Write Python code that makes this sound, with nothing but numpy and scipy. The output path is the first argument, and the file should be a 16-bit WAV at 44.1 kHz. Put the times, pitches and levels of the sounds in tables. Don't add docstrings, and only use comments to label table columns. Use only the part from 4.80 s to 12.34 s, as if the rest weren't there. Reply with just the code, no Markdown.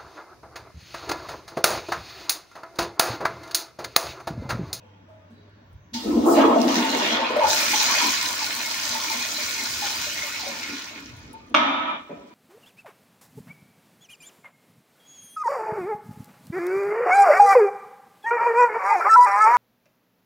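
import sys
import numpy as np
from scipy import signal
from scipy.fft import rfft, irfft, next_fast_len
from scipy.io import wavfile
from scipy.ndimage import uniform_filter1d, map_coordinates

SR = 44100
rng = np.random.default_rng(int(sys.argv[2]) if len(sys.argv) > 2 else 0)


def dump(signal):
    limited = np.clip(np.atleast_2d(signal).T, -1, 1)
    pcm = np.round(limited * 32767).astype(np.int16)
    wavfile.write(sys.argv[1], SR, pcm)


def convert_level_to_amplitude(level_db):
    exponent = np.asarray(level_db, float) / 20
    return 10 ** exponent


N = 332514

# f/Hz, width/Hz, lift/dB
BOWL = [(238, 20, 7), (292, 15, 8), (320, 15, 7), (466, 20, 5), (605, 30, 6), (665, 30, 6), (890, 30, 6),
        (975, 40, 6), (1075, 50, 5), (1290, 40, 4), (1450, 45, 6), (1800, 120, 4), (2175, 110, 10),
        (2460, 280, 5.5), (4130, 200, 5), (4820, 120, 4)]
# f/Hz, level/dB
MIST = [(2500, -71), (4410, -27), (7500, -3), (8160, -7), (13800, -14.5), (14050, -7.5), (15800, -4.5)]
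# f/Hz, level/dB
SPRAY = [(1500, -55), (3000, -5.5), (4000, -0.5), (6000, 3), (6900, -1.5), (7800, -16), (10100, -50),
         (17200, -120)]
# t/s, flow/dB, muffling/dB
JET = [(1.14, -48.5, -2), (1.43, -47, 1.5), (1.53, -49, -11), (1.57, -29, 7.5), (1.69, -41, 12),
       (1.82, -38.5, 2.5), (2.18, -29.5, 6), (2.33, -25, 10.5), (2.39, -29.5, 15), (2.62, -33, 15),
       (2.69, -31, -2.5), (2.81, -26.5, 0.5), (3.35, -27.5, 2.5), (3.51, -33, 0.5), (5.19, -34, 0),
       (5.98, -37.5, 5), (6.34, -52, 7), (6.75, -65.5, 8)]
# t/s, level/dB
DRAIN = [(1.14, -53), (1.16, -53), (1.2, -45), (1.27, -40.5), (1.43, -34), (1.47, -22), (1.64, -15.5),
         (1.87, -24), (2.48, -28.5), (2.64, -25), (2.8, -30), (3.19, -29), (3.36, -36), (4.06, -38),
         (5.73, -42), (6.14, -48), (6.55, -58.5), (6.65, -88)]


def unit(x):
    return x / np.sqrt(np.mean(x ** 2) + 1e-20)


def along(points, hz):
    f, v = np.transpose(points)
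    return np.interp(np.log(hz + 1), np.log(f + 1), v)


def curves(rows):
    s, *cols = np.transpose(rows)
    return [np.interp(np.arange(N) / SR, s, c) for c in cols]


def wobble(rate):
    knots = rng.standard_normal(int(N * rate / SR) + 4)
    return map_coordinates(knots, [np.arange(N) * rate / SR])


def swells(rows, rise_s, fall_s):
    t = np.arange(N) / SR
    return sum(size * np.exp(np.where(t < s, -((t - s) / rise_s) ** 2, (s - t) / fall_s)) for s, size in rows)


def db_swells(rows, rise_s, fall_s):
    return swells([(s, convert_level_to_amplitude(db)) for s, db in rows], rise_s, fall_s)


def filtered(x, response):
    m = next_fast_len(N + SR // 2)
    return irfft(rfft(x, m) * response(np.fft.rfftfreq(m, 1 / SR)), m)[..., :N]


def causal(spectrum):
    c = irfft(np.log(convert_level_to_amplitude(along(spectrum, np.fft.rfftfreq(4096, 1 / SR))) + 1e-4))
    c[1:2048] *= 2
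    c[2049:] = 0
    h = irfft(np.exp(rfft(c)))
    return h / np.linalg.norm(h)


def bowl(hz, modes=BOWL):
    return convert_level_to_amplitude(sum(db / (1 + (2 * (hz - c) / w) ** 2) for c, w, db in modes))


def coloured(points):
    return lambda hz: convert_level_to_amplitude(along(points, hz))


def in_bowl(points):
    return lambda hz: convert_level_to_amplitude(along(points, hz)) * bowl(hz)


def spread(pair, gain):
    # f/Hz, correlation
    likeness = [(100, 0.97), (400, 0.95), (600, 0.4), (1000, 0.42), (4000, 0.32), (12000, 0.15)]

    def turn(hz):
        return np.arccos(np.clip(along(likeness, hz), -1, 1)) / 2

    mid, side = filtered(pair, lambda hz: gain(hz) * [np.cos(turn(hz)), np.sin(turn(hz))])
    return np.array([mid + side, mid - side])


def rush(gain, patchy_db, grain_db=0, count=1):
    drops_start = [1.55, 1.9]
    z = signal.stft(rng.standard_normal((2, N)), nperseg=512)[2]
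    field = uniform_filter1d(rng.standard_normal(z.shape[1:]), size=5, axis=0)
    field = uniform_filter1d(field, size=8, axis=1)
    pair = signal.istft(z * convert_level_to_amplitude(patchy_db * unit(field)), nperseg=512)[1][:, :N]
    when, size = rng.random((count, 2)).T
    bursts = np.bincount((when * N).astype(int), convert_level_to_amplitude(-grain_db * np.log(size + 0.046)), N)
    lift = signal.lfilter([1], [1, -.985], bursts)
    lift *= np.interp(np.arange(N) / SR, drops_start, [0, 1])
    out = spread(pair * (1 + 0.52 * lift), gain)
    return out / np.std(out.mean(0))


def clicks(rows, gain, t60):
    out, t = np.zeros((2, N + SR)), np.arange(SR // 20) / SR
    for s, db in rows:
        burst = convert_level_to_amplitude(db - 60 * t / t60) * rng.standard_normal((2, len(t)))
        out[:, round(s * SR):][:, :len(t)] += burst
    return filtered(out[:, :N], gain)


def bubbles(rows, rise, attack, rough, edge, over_db=-40):
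    out = np.zeros(N + SR)
    for s, db, hz, life in rows:
        t = np.arange(int(3.2 * life * SR)) / SR
        jitter = rng.standard_normal(size=6000)
        shape = np.exp(-(t / life) ** edge) * (1 - np.exp(-t / attack))
        phase = 2 * np.pi * hz * (t + rise * t * t / life)
        phase += rough * np.cumsum(np.resize(jitter, len(t)))
        overtones = sum(np.sin(k * phase) for k in (2, 3, 4))
        out[round(s * SR):][:len(t)] += convert_level_to_amplitude(db) * shape * (np.sin(phase) + convert_level_to_amplitude(over_db) * overtones)
    return filtered(out[:N], lambda f: f ** 8 / (f ** 8 + 195 ** 8))


def lived(rows, life_s):
    s, db, hz = np.transpose(rows)
    return np.transpose([s, db, hz, life_s * np.exp(.02 * (db.mean() - db))])


def tiles(x, scale):
    # f/Hz, t60/s
    decay = [(250, 1.64), (1000, 1.33), (3800, 1.4), (4500, 0.82), (6500, 0.74), (8000, 0.41),
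             (10000, 0.29)]
    hz, t, z = signal.stft(rng.standard_normal((2, SR)), SR, nperseg=256)
    fade = convert_level_to_amplitude(-60 * t / (scale * along(decay, hz))[:, None])
    tail = signal.istft(z * fade, SR, nperseg=256)[1]
    wet = signal.fftconvolve(x[None], tail / np.linalg.norm(tail[0]), axes=1)[:, :N]
    return spread(wet, np.ones_like)


def walls(x, echo_db, count):
    delay_s, size = .002 + .03 * rng.random((count, 2)), rng.standard_normal((count, 2))
    size = size / np.linalg.norm(size, axis=0) * convert_level_to_amplitude(echo_db)
    h = np.zeros((2, SR // 10))
    np.add.at(h, (np.arange(2)[None], (delay_s * SR).astype(int)), size)
    echoes = rfft(h, next_fast_len(N + SR // 2))

    def comb(hz):
        above = hz ** 6 / (hz ** 6 + 500 ** 6)
        return (1 + echoes * above) / np.sqrt(1 + convert_level_to_amplitude(2 * echo_db) * above ** 2)

    return filtered(x, comb)


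def building():
    # f/Hz, level/dB
    hush_colour = [(94, -60), (160, -3), (521, -16), (576, -10.5), (636, -16.5), (1000, -18), (1300, -57),
                   (2200, -120)]
    # f/Hz, level/dB
    hiss_colour = [(590, -41), (1000, -9), (1160, -7), (1260, -19), (1330, -7.5), (3910, -19.5),
                   (4090, -26), (5920, -24.5), (8280, -44), (13800, -51), (14600, -34), (15800, -35)]
    wander_db = .8 * wobble(3.2)
    low = convert_level_to_amplitude(-58.5 + wander_db) * rush(in_bowl(hush_colour), patchy_db=3.0)
    high = convert_level_to_amplitude(-66 + wander_db) * rush(coloured(hiss_colour), patchy_db=1.2)
    return low + high


def refill_pipe():
    fade_in = [7.15, 7.19]
    shown = np.interp(np.arange(N) / SR, fade_in, [0, 1])
    return convert_level_to_amplitude(-73) * shown * rush(coloured(MIST), patchy_db=4.0)


def fan():
    # f/Hz, wander/Hz, level/dB
    blade_tone = (98, 2.96, -52)
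    hz, wander_hz, db = blade_tone
    tone = np.sin(2 * np.pi * np.cumsum(hz + wander_hz * wobble(14)) / SR)
    duck_db = np.interp(np.arange(N) / SR, [.85, 1.1, 6.6, 7.1], [1.0, -5.5, -9.5, -34])
    return convert_level_to_amplitude(db + 1.2 * wobble(12) + duck_db) * tone


def handling():
    # t/s, level/dB
    bumps = [(0.01, -57), (.95, -41), (1.3, -38), (1.43, -40), (1.65, -65), (2.01, -53), (2.698, -49),
             (4.05, -49), (4.96, -43), (5.28, -45), (5.4, -48), (5.9, -57), (6.359, -37), (6.59, -49),
             (7.31, -68)]
    # f/Hz, level/dB
    rumble_colour = [(13, -54), (22, -16), (27, -38), (48, -3.5), (86, -0.5), (156, -11), (170, -11),
                     (220, -31), (370, -120)]
    hand = convert_level_to_amplitude(-57) + db_swells(bumps, rise_s=0.078, fall_s=0.085)
    return hand * convert_level_to_amplitude(-5.5 + 0.86 * wobble(25)) * rush(coloured(rumble_colour), patchy_db=3.5)


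def rustles():
    # t/s, level/dB, f/Hz, width/Hz
    brushes = [
        (.03, -67, 2660, 500),
        (.1, -70, 3200, 250),
        (0.59, -70, 3900, 120),
        (.6, -73, 4500, 900),
        (0.75, -67, 1600, 500),
        (0.77, -77, 4400, 500),
        (.92, -78, 15100, 1200),
        (1.05, -75, 6300, 600),
        (1.26, -66, 9100, 500),
        (1.25, -66, 11200, 600),
    ]
    noise = rng.standard_normal((2, N))
    out = np.zeros((2, N))
    for s, db, hz, width in brushes:
        band = filtered(noise, lambda f: 1 / (1 + (2 * (f - hz) / width) ** 4))
        out += db_swells([(s, db)], rise_s=0.078, fall_s=0.14) * unit(band)
    return out


def finger_ticks():
    # t/s, level/dB
    ticks = [
        (0.695, -82),
        (0.9288, -67),
        (6.3664, -58),
        (6.3894, -58),
        (6.5306, -49.5),
        (6.6662, -69),
        (6.6952, -61),
        (6.8922, -66),
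        (7.1057, -68),
    ]
    # f/Hz, level/dB
    shell_colour = [(3000, -27), (7500, -3), (10500, 6), (12500, -10), (15500, -1.5)]
    return convert_level_to_amplitude(5.5) * clicks(ticks, coloured(shell_colour), t60=0.046)


def seat():
    # t/s, level/dB
    blows = [
        (6.7436, -13),
        (6.747, -6),
        (7.292, -22),
    ]
    # f/Hz, level/dB, t60/s
    plastic = [(280, -19, 1.2), (533, -31, .9), (646, -28, 1.2), (915, -28, .8), (985, -22, 2.4),
               (1288, -17, 1.5), (1301, -24, 2), (2169, -30, 1), (2379, -28, 3), (1884, -32, 1.2),
               (3036, -33, 1.1), (3289, -28, 1.2), (3435, -31, 1.2), (3661, -30, 1.3)]
    # f/Hz, level/dB
    slam_colour = [(120, -50), (200, -16), (270, -3), (460, -30.5), (580, -8.5), (1250, -2.5), (1450, -9.5),
                   (2000, -14.5), (2250, -8.5), (2600, -16), (3600, -13), (4200, -27), (6500, -32),
                   (7300, -49.5), (16000, -68)]
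    # f/Hz, level/dB
    foot_colour = [(59, -48), (100, -27), (210, 1.5), (497, -7.5), (608, 1), (1190, -37), (1290, -29),
                   (2500, -23), (3250, -54), (5500, -120)]
    # t/s, level/dB
    gate = [
        (6.75, -0.5),
        (6.9, -1.5),
        (7.05, 0.5),
        (7.163, 2.5),
        (7.175, -4.5),
        (7.21, -5.5),
        (7.228, -12),
        (7.54, -12.5),
    ]
    t = np.arange(SR) / SR
    near, room_feed, foot = np.zeros((3, N + SR))
    slam = causal(slam_colour)
    for s, db in blows[:2]:
        start = round(s * SR)
        crack = signal.fftconvolve(convert_level_to_amplitude(-60 * t / 0.036) * rng.standard_normal(SR), slam)[:SR]
        ring = np.zeros(SR)
        for hz, level_db, t60 in plastic:
            beat_db = 4 * wobble(40)[:SR]
            phase = 2 * np.pi * hz * t + np.cumsum(rng.normal(0, .035, SR))
            ring += convert_level_to_amplitude(level_db - 60 * t / t60 + beat_db) * np.sin(phase)
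        ring = signal.lfilter(*signal.butter(2, 4300 / SR * 2), ring)
        near[start:][:SR] += convert_level_to_amplitude(db) * (convert_level_to_amplitude(2.0) * crack + ring)
        near[start:][:4096] += convert_level_to_amplitude(db + 11.0) * slam
        room_feed[start:][:4096] += convert_level_to_amplitude(db) * slam
    near = signal.lfilter(*signal.butter(2, 200 / SR * 2, "high"), near)
    s, db = blows[2]
    push = (1 - np.exp(-t / 0.012)) * convert_level_to_amplitude(-60 * t / 0.17) * rng.standard_normal(SR)
    foot[round(s * SR):][:SR] = convert_level_to_amplitude(db - 3.5) * signal.fftconvolve(push, causal(foot_colour))[:SR]
    ring_out = (near[:N] + convert_level_to_amplitude(20.0) * tiles(room_feed[:N], scale=1.03)) * convert_level_to_amplitude(curves(gate)[0])
    return ring_out + foot[:N] + convert_level_to_amplitude(-6.5) * tiles(foot[:N], scale=0.45)


def drops():
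    # t/s, level/dB
    spits = [(1.8161, -5.5), (1.8899, -14), (1.9433, -7.5), (1.9577, -6), (2.082, -25), (2.1832, -15),
             (2.3159, -19), (2.615, -19), (2.636, -11), (2.6537, -31), (2.6706, -20), (2.6901, -20),
             (3.0922, -14), (3.184, -20), (3.7113, -25), (3.8639, -23.5), (4.1612, -26), (4.5444, -22),
             (5.1425, -15), (5.2403, -24)]
    # t/s, level/dB
    sparks = [(1.141, -30), (1.3718, -44), (1.4576, -36), (2.6926, -22), (2.8393, -20), (3.2164, -15),
              (3.3137, -32), (3.4788, -26), (3.6569, -29), (3.7632, -28), (3.9084, -29), (4.0715, -29),
              (4.2401, -28), (4.3424, -32), (4.5394, -30), (5.183, -30), (5.2498, -33), (5.6833, -32)]

    def spit_colour(hz):
        return np.maximum(convert_level_to_amplitude(along(SPRAY, hz)), convert_level_to_amplitude(along(MIST, hz) - 5))

    return convert_level_to_amplitude(-5.5) * clicks(spits, spit_colour, t60=0.0078) + convert_level_to_amplitude(5.0) * clicks(sparks, coloured(MIST), t60=0.012)


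def fizz(count):
    when, pick, detune, size = rng.random((count, 4)).T
    s = 1.6 + 4.6 * when
    hz = np.array(BOWL)[(6 + pick * 8).astype(int), 0] * (.97 + .06 * detune)
    db = np.interp(s, *np.transpose(JET)[:2]) - 9 + 7 * size
    rows = np.transpose([s, db, hz, 0.013 + 0.014 * detune])
    return bubbles(rows, rise=0.008, attack=0.0056, rough=0.081, edge=0.8)


def small_bubbles():
    # t/s, level/dB, f/Hz
    plops = [(2.563, -10, 606), (2.59, -14.5, 647), (2.625, -18, 562), (2.68, -22, 622), (2.7, -25, 760),
             (2.503, -18, 525), (2.605, -15, 974), (2.715, -20.5, 907), (2.62, -15, 901),
             (2.64, -11.5, 878), (2.66, -26, 948), (2.933, -18, 884), (3.004, -23.5, 896),
             (3.241, -16.5, 1009), (3.617, -25.5, 884), (4.122, -34, 613), (4.149, -26.5, 902),
             (4.236, -28, 994), (4.301, -24, 912), (4.578, -35, 600), (5.02, -24.5, 815), (5.266, -32, 600),
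             (5.432, -33, 588), (5.594, -34.5, 900), (5.633, -28, 774), (5.665, -28.5, 577)]
    # t/s, level/dB, f/Hz
    tinkles = [(2.8112, -17, 2350), (2.9189, -22, 2200), (3.0536, -20, 2080), (3.1125, -25, 2150),
               (3.1586, -21, 2510), (3.2647, -23, 2310), (3.3814, -23, 2200), (3.6952, -33, 2210),
               (3.8473, -20, 2146), (4.2345, -26.5, 2340), (4.2774, -19, 2300), (4.3208, -18, 2130),
               (4.3992, -19, 2440), (4.637, -19.5, 2230), (4.7448, -28, 2400), (4.7862, -18, 2144),
               (4.9289, -23, 2240), (4.988, -33, 2430), (5.3255, -31, 2580), (5.3779, -22, 2180),
               (5.4158, -17, 2135), (5.498, -25, 2510), (5.7201, -24, 2225), (5.786, -31, 2360),
               (5.9301, -34, 2390), (5.9989, -40, 2410)]
    # t/s, level/dB, f/Hz, life/s
    stirs = [(.03, -51, 493, .08), (.05, -60.5, 860, 0.16), (.25, -64, 1240, .1), (.4, -63, 1220, .06),
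             (.4, -56, 600, .07), (.3, -62, 860, .15), (.28, -48, 621, 0.11), (.5, -43, 221, 0.055),
             (.57, -53.5, 411, 0.064), (.66, -65, 1700, .05), (6.535, -39, 894, .035),
             (6.6, -54, 1195, .14), (5.91, -46, 1440, .04), (5.97, -45, 1450, .04), (6.01, -46, 1330, .03)]
    # t/s, level/dB, f/Hz, life/s
    glints = [
        (1.59, -27, 1629, 0.045),
        (1.565, -34, 2780, .05),
        (2.089, -25, 4080, 0.045),
        (3.155, -21, 2500, .015),
        (5.141, -28, 4780, 0.035),
        (4.41, -33, 4170, .06),
        (4.66, -33, 4100, .04),
        (3.88, -35, 4150, .05),
        (5.12, -35, 4050, .05),
    ]
    out = convert_level_to_amplitude(-2.5) * bubbles(lived(plops, 0.028), rise=-0.012, attack=0.00078, rough=0.054, edge=1.25)
    out += bubbles(list(stirs) + list(glints), rise=0.0043, attack=0.0031, rough=0.046, edge=1.55)
    out += convert_level_to_amplitude(-8) * bubbles(lived(tinkles, 0.021), rise=0.0051, attack=0.0021, rough=0.062, edge=1.3)
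    return out + fizz(count=260)


def churned_pockets():
    # t/s, level/dB, f/Hz
    boils = [(1.474, -14.5, 413), (1.506, -20, 450), (1.562, -10.5, 613), (1.64, -7.5, 459),
             (1.725, -13, 647), (1.759, -6, 654), (1.835, -17, 641), (1.891, -27, 503), (1.922, -27, 680),
             (2.122, -23, 608), (2.218, -21, 601), (2.307, -25, 624), (2.381, -22, 538), (2.828, -24, 593)]
    # t/s, level/dB, f/Hz
    seethes = [(1.146, -32, 888), (1.264, -33, 1288), (1.324, -27.5, 979), (1.456, -23, 864),
               (1.572, -15, 841), (1.627, -17, 929), (1.661, -18, 940), (1.725, -21, 940),
               (1.763, -25.5, 870), (1.907, -23.5, 945), (2.0, -20, 946), (2.036, -21, 882),
               (2.127, -21.5, 899), (2.187, -21.5, 880), (2.296, -34, 999), (2.328, -29, 914),
               (2.366, -24, 890), (2.416, -19.5, 891), (2.495, -18, 1003), (3.049, -33, 940),
               (3.097, -20.5, 1130), (3.178, -24, 988), (3.21, -17.5, 973), (3.327, -27.5, 1115),
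               (3.401, -28.5, 995), (3.461, -28, 995)]
    mid = bubbles(lived(boils, 0.026), rise=0.012, attack=0.0026, rough=0.044, edge=2.7)
    mid += bubbles(lived(seethes, 0.042), rise=0.011, attack=0.0031, rough=0.052, edge=1.7)
    return filtered(convert_level_to_amplitude(-4.5) * mid, lambda hz: 1 / (1 + (hz / 1500) ** 12))


def trap_pockets():
    # t/s, level/dB, f/Hz
    glugs = [(1.125, -26.5, 226), (1.146, -21, 231), (1.254, -22, 303), (1.273, -24, 292),
             (1.302, -13, 249), (1.329, -12.5, 329), (1.356, -10, 307), (1.367, -18, 248),
             (1.458, -4.5, 319.5), (1.484, -6.5, 291), (1.509, -6.5, 351), (1.557, -2.5, 290),
             (1.593, -3, 277), (1.624, -7, 299), (1.666, -9, 300), (1.699, -9.5, 238), (1.759, -18, 298),
             (1.804, -21, 300), (1.865, -8, 253)]
    # t/s, level/dB, f/Hz
    gulps = [(1.974, -16.5, 250), (2.066, -24, 256), (2.098, -26, 240), (2.363, -33, 317),
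             (2.462, -37, 326), (6.02, -45, 306), (4.103, -38, 236), (4.347, -35.5, 241.5),
             (5.893, -35.5, 273), (6.19, -37, 277), (6.665, -44, 256), (6.71, -36, 265)]
    deep = bubbles(lived(glugs, 0.027), rise=0.039, attack=0.0058, rough=0.014, edge=5.2, over_db=-30.0)
    deep = filtered(convert_level_to_amplitude(-3.5) * deep, lambda hz: 1 / (1 + (hz / 1450) ** 12))
    late = bubbles(lived(gulps, 0.027), rise=0.011, attack=0.0036, rough=0.011, edge=1.5)
    return deep + convert_level_to_amplitude(3.5) * late


def pockets():
    ringing = trap_pockets() + small_bubbles() + churned_pockets()
    return ringing + convert_level_to_amplitude(-5.5) * tiles(ringing, scale=0.28) + drops()


def trap_gurgle():
    # t/s, level/dB
    heaves = [(1.23, -41), (1.38, -14.5), (1.46, -10), (1.87, -15), (1.96, -26), (2.04, -26.5), (2.16, -20),
              (2.92, -31), (3.24, -32), (4.06, -59), (4.36, -43), (5.902, -30), (6.19, -59), (6.55, -52),
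              (6.72, -44)]
    # f/Hz, level/dB
    trap_colour = [(71, -80), (120, -43.5), (200, -6), (231, -1), (297, -2.5), (430, -8.5), (463, -11),
                   (517, -8.5), (650, -38), (700, -14), (910, -35), (1540, -120)]
    t = np.arange(N) / SR
    swallow_s, hold_s, seep_db = 1.26, 0.62, -44.5
    suck_db = -20 - 30 * np.clip((swallow_s - t) / 0.035, 0, 1)
    suck_db -= 23 * np.maximum(t - swallow_s - hold_s, 0)
    seep = convert_level_to_amplitude(seep_db + 0.16 * (curves(DRAIN)[0] - seep_db))
    glug = convert_level_to_amplitude(suck_db) + seep + db_swells(heaves, rise_s=0.016, fall_s=0.029)
    return glug * convert_level_to_amplitude(-7.0 + 2.8 * wobble(18)) * rush(in_bowl(trap_colour), patchy_db=1.5)


def outlet_churn(surge):
    # f/Hz, level/dB
    full_colour = [(250, -33), (420, -11), (465, -5.5), (788, -3), (955, -9), (1320, -10.5), (1400, -23),
                   (1820, -31), (3080, -120)]
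    # f/Hz, level/dB
    drained_colour = [(250, -56), (420, -25.5), (589, -8.5), (731, -11.5), (872, -7), (1400, -8.5),
                      (1820, -22), (3080, -120)]
    drained = np.interp(np.arange(N) / SR, [2.0, 2.9], [0, np.pi / 2])
    churn = np.cos(drained) * rush(in_bowl(full_colour), patchy_db=2.5)
    churn = churn + np.sin(drained) * rush(in_bowl(drained_colour), patchy_db=3.0)
    return churn * convert_level_to_amplitude(curves(DRAIN)[0] - 4.0 + .5 * surge + 1.33 * wobble(14))


def jet_splash(surge, flow_db, cover_db, spurt_db):
    # f/Hz, level/dB
    splash_colour = [(760, -16), (1300, -12.5), (1430, -2), (1970, -0.5), (2170, -3.5), (2600, -0.5),
                     (2760, -4.5), (3000, 0), (4000, -4), (5200, -11.5), (8800, -120)]
    # f/Hz, width/Hz, lift/dB
    brim_modes = [(1906, 77, 5), (2470, 200, -4), (2820, 80, 12), (3340, 210, 5), (3710, 300, 4)]
    brim_ends = [2.41, 2.52]
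    splash = rush(in_bowl(splash_colour), patchy_db=2.0, grain_db=4.5, count=1000)
    brimming = np.interp(np.arange(N) / SR, brim_ends, [1, 0])
    splash += (filtered(splash, lambda hz: bowl(hz, brim_modes)) - splash) * brimming
    top = filtered(splash, lambda hz: hz ** 8 / (hz ** 8 + 4300 ** 8))
    squirt = db_swells([(1.146, -37.5)], rise_s=0.01, fall_s=0.11) * unit(top)
    dulled = splash - top * (1 - convert_level_to_amplitude(-0.36 * np.maximum(cover_db, 0)))
    shake = convert_level_to_amplitude(flow_db + 0.83 * spurt_db - 1.1 + .5 * surge + 0.26 * wobble(25))
    return shake * dulled + squirt


def jet_spray(surge, flow_db, cover_db, spurt_db):
    level = convert_level_to_amplitude(flow_db - cover_db + spurt_db + 1.0 + 0.47 * surge + 0.91 * wobble(25))
    return level * rush(in_bowl(SPRAY), patchy_db=2.0, grain_db=4.5, count=1200)


def jet_mist(surge, flow_db, cover_db, spurt_db):
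    # t/s, level/dB, rise/s, fall/s
    valve_hiss = [
        (1.25, -59, .05, .5),
        (1.47, -41.5, .014, .11),
    ]
    hiss = sum(db_swells([(s, db)], rise_s, fall_s) for s, db, rise_s, fall_s in valve_hiss)
    fine = convert_level_to_amplitude(flow_db - 6 - 1.48 * cover_db + 0.4 * spurt_db) + hiss
    shake = convert_level_to_amplitude(3.0 + 0.26 * surge + 0.57 * wobble(27))
    return fine * shake * rush(in_bowl(MIST), patchy_db=.8, grain_db=5.0, count=1200)


def flush():
    # t/s, lift/dB
    spurts = [
        (1.143, 11),
        (1.615, 4),
        (1.655, 6),
        (1.882, 8),
        (1.957, 8),
        (3.185, 3),
    ]
    opened = np.clip((np.arange(N) / SR - 1.131) / 0.0052, 0, 1) ** 2
    surge = wobble(11)
    flow_db, cover_db = curves(JET)
    state = surge, flow_db, cover_db, swells(spurts, rise_s=0.0038, fall_s=0.037)
    jet = jet_splash(*state) + jet_spray(*state) + jet_mist(*state)
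    return opened * (trap_gurgle() + outlet_churn(surge) + jet)


def scene():
    # t/s, side level/dB
    width = [
        (0, 6),
        (1.4, 1.5),
        (2.2, 2),
        (3.5, 0.5),
        (5.8, -0.5),
        (6.7, 5),
        (7.54, 4.5),
    ]
    room = building() + refill_pipe() + fan() + handling()
    near = walls(room + pockets() + flush(), echo_db=-9.5, count=14)
    near = near + walls(seat(), echo_db=-5.5, count=8)
    mid, side = near.mean(0), (near[0] - near[1]) / 2 * convert_level_to_amplitude(curves(width)[0])
    return np.array([mid + side, mid - side]) + rustles() + finger_ticks()


def low_pass(x):
    return signal.sosfilt(signal.butter(12, 17090, fs=SR, output="sos"), x)


def record(dry):
    # f/Hz, left minus right/dB
    sides = [(120, -0.5), (500, 1.1), (2500, -1), (4500, -1), (9000, 1)]
    x = dry / (1 + np.abs(dry / 1.05) ** 8) ** (1 / 8)
    half = np.array([[.5], [-.5]])

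    def ports(hz):
        turn = 1.15 * np.sin(2 * np.pi * hz / 2600) * hz ** 8 / (hz ** 8 + 480 ** 8)
        band = (hz < 15760) * hz ** 4 / (hz ** 4 + 49.5 ** 4)
        return convert_level_to_amplitude(along(sides, hz) * half) * np.exp(1j * turn * half) * band

    return low_pass(filtered(x, ports))


dry = scene()
out = record(dry)
dump(out)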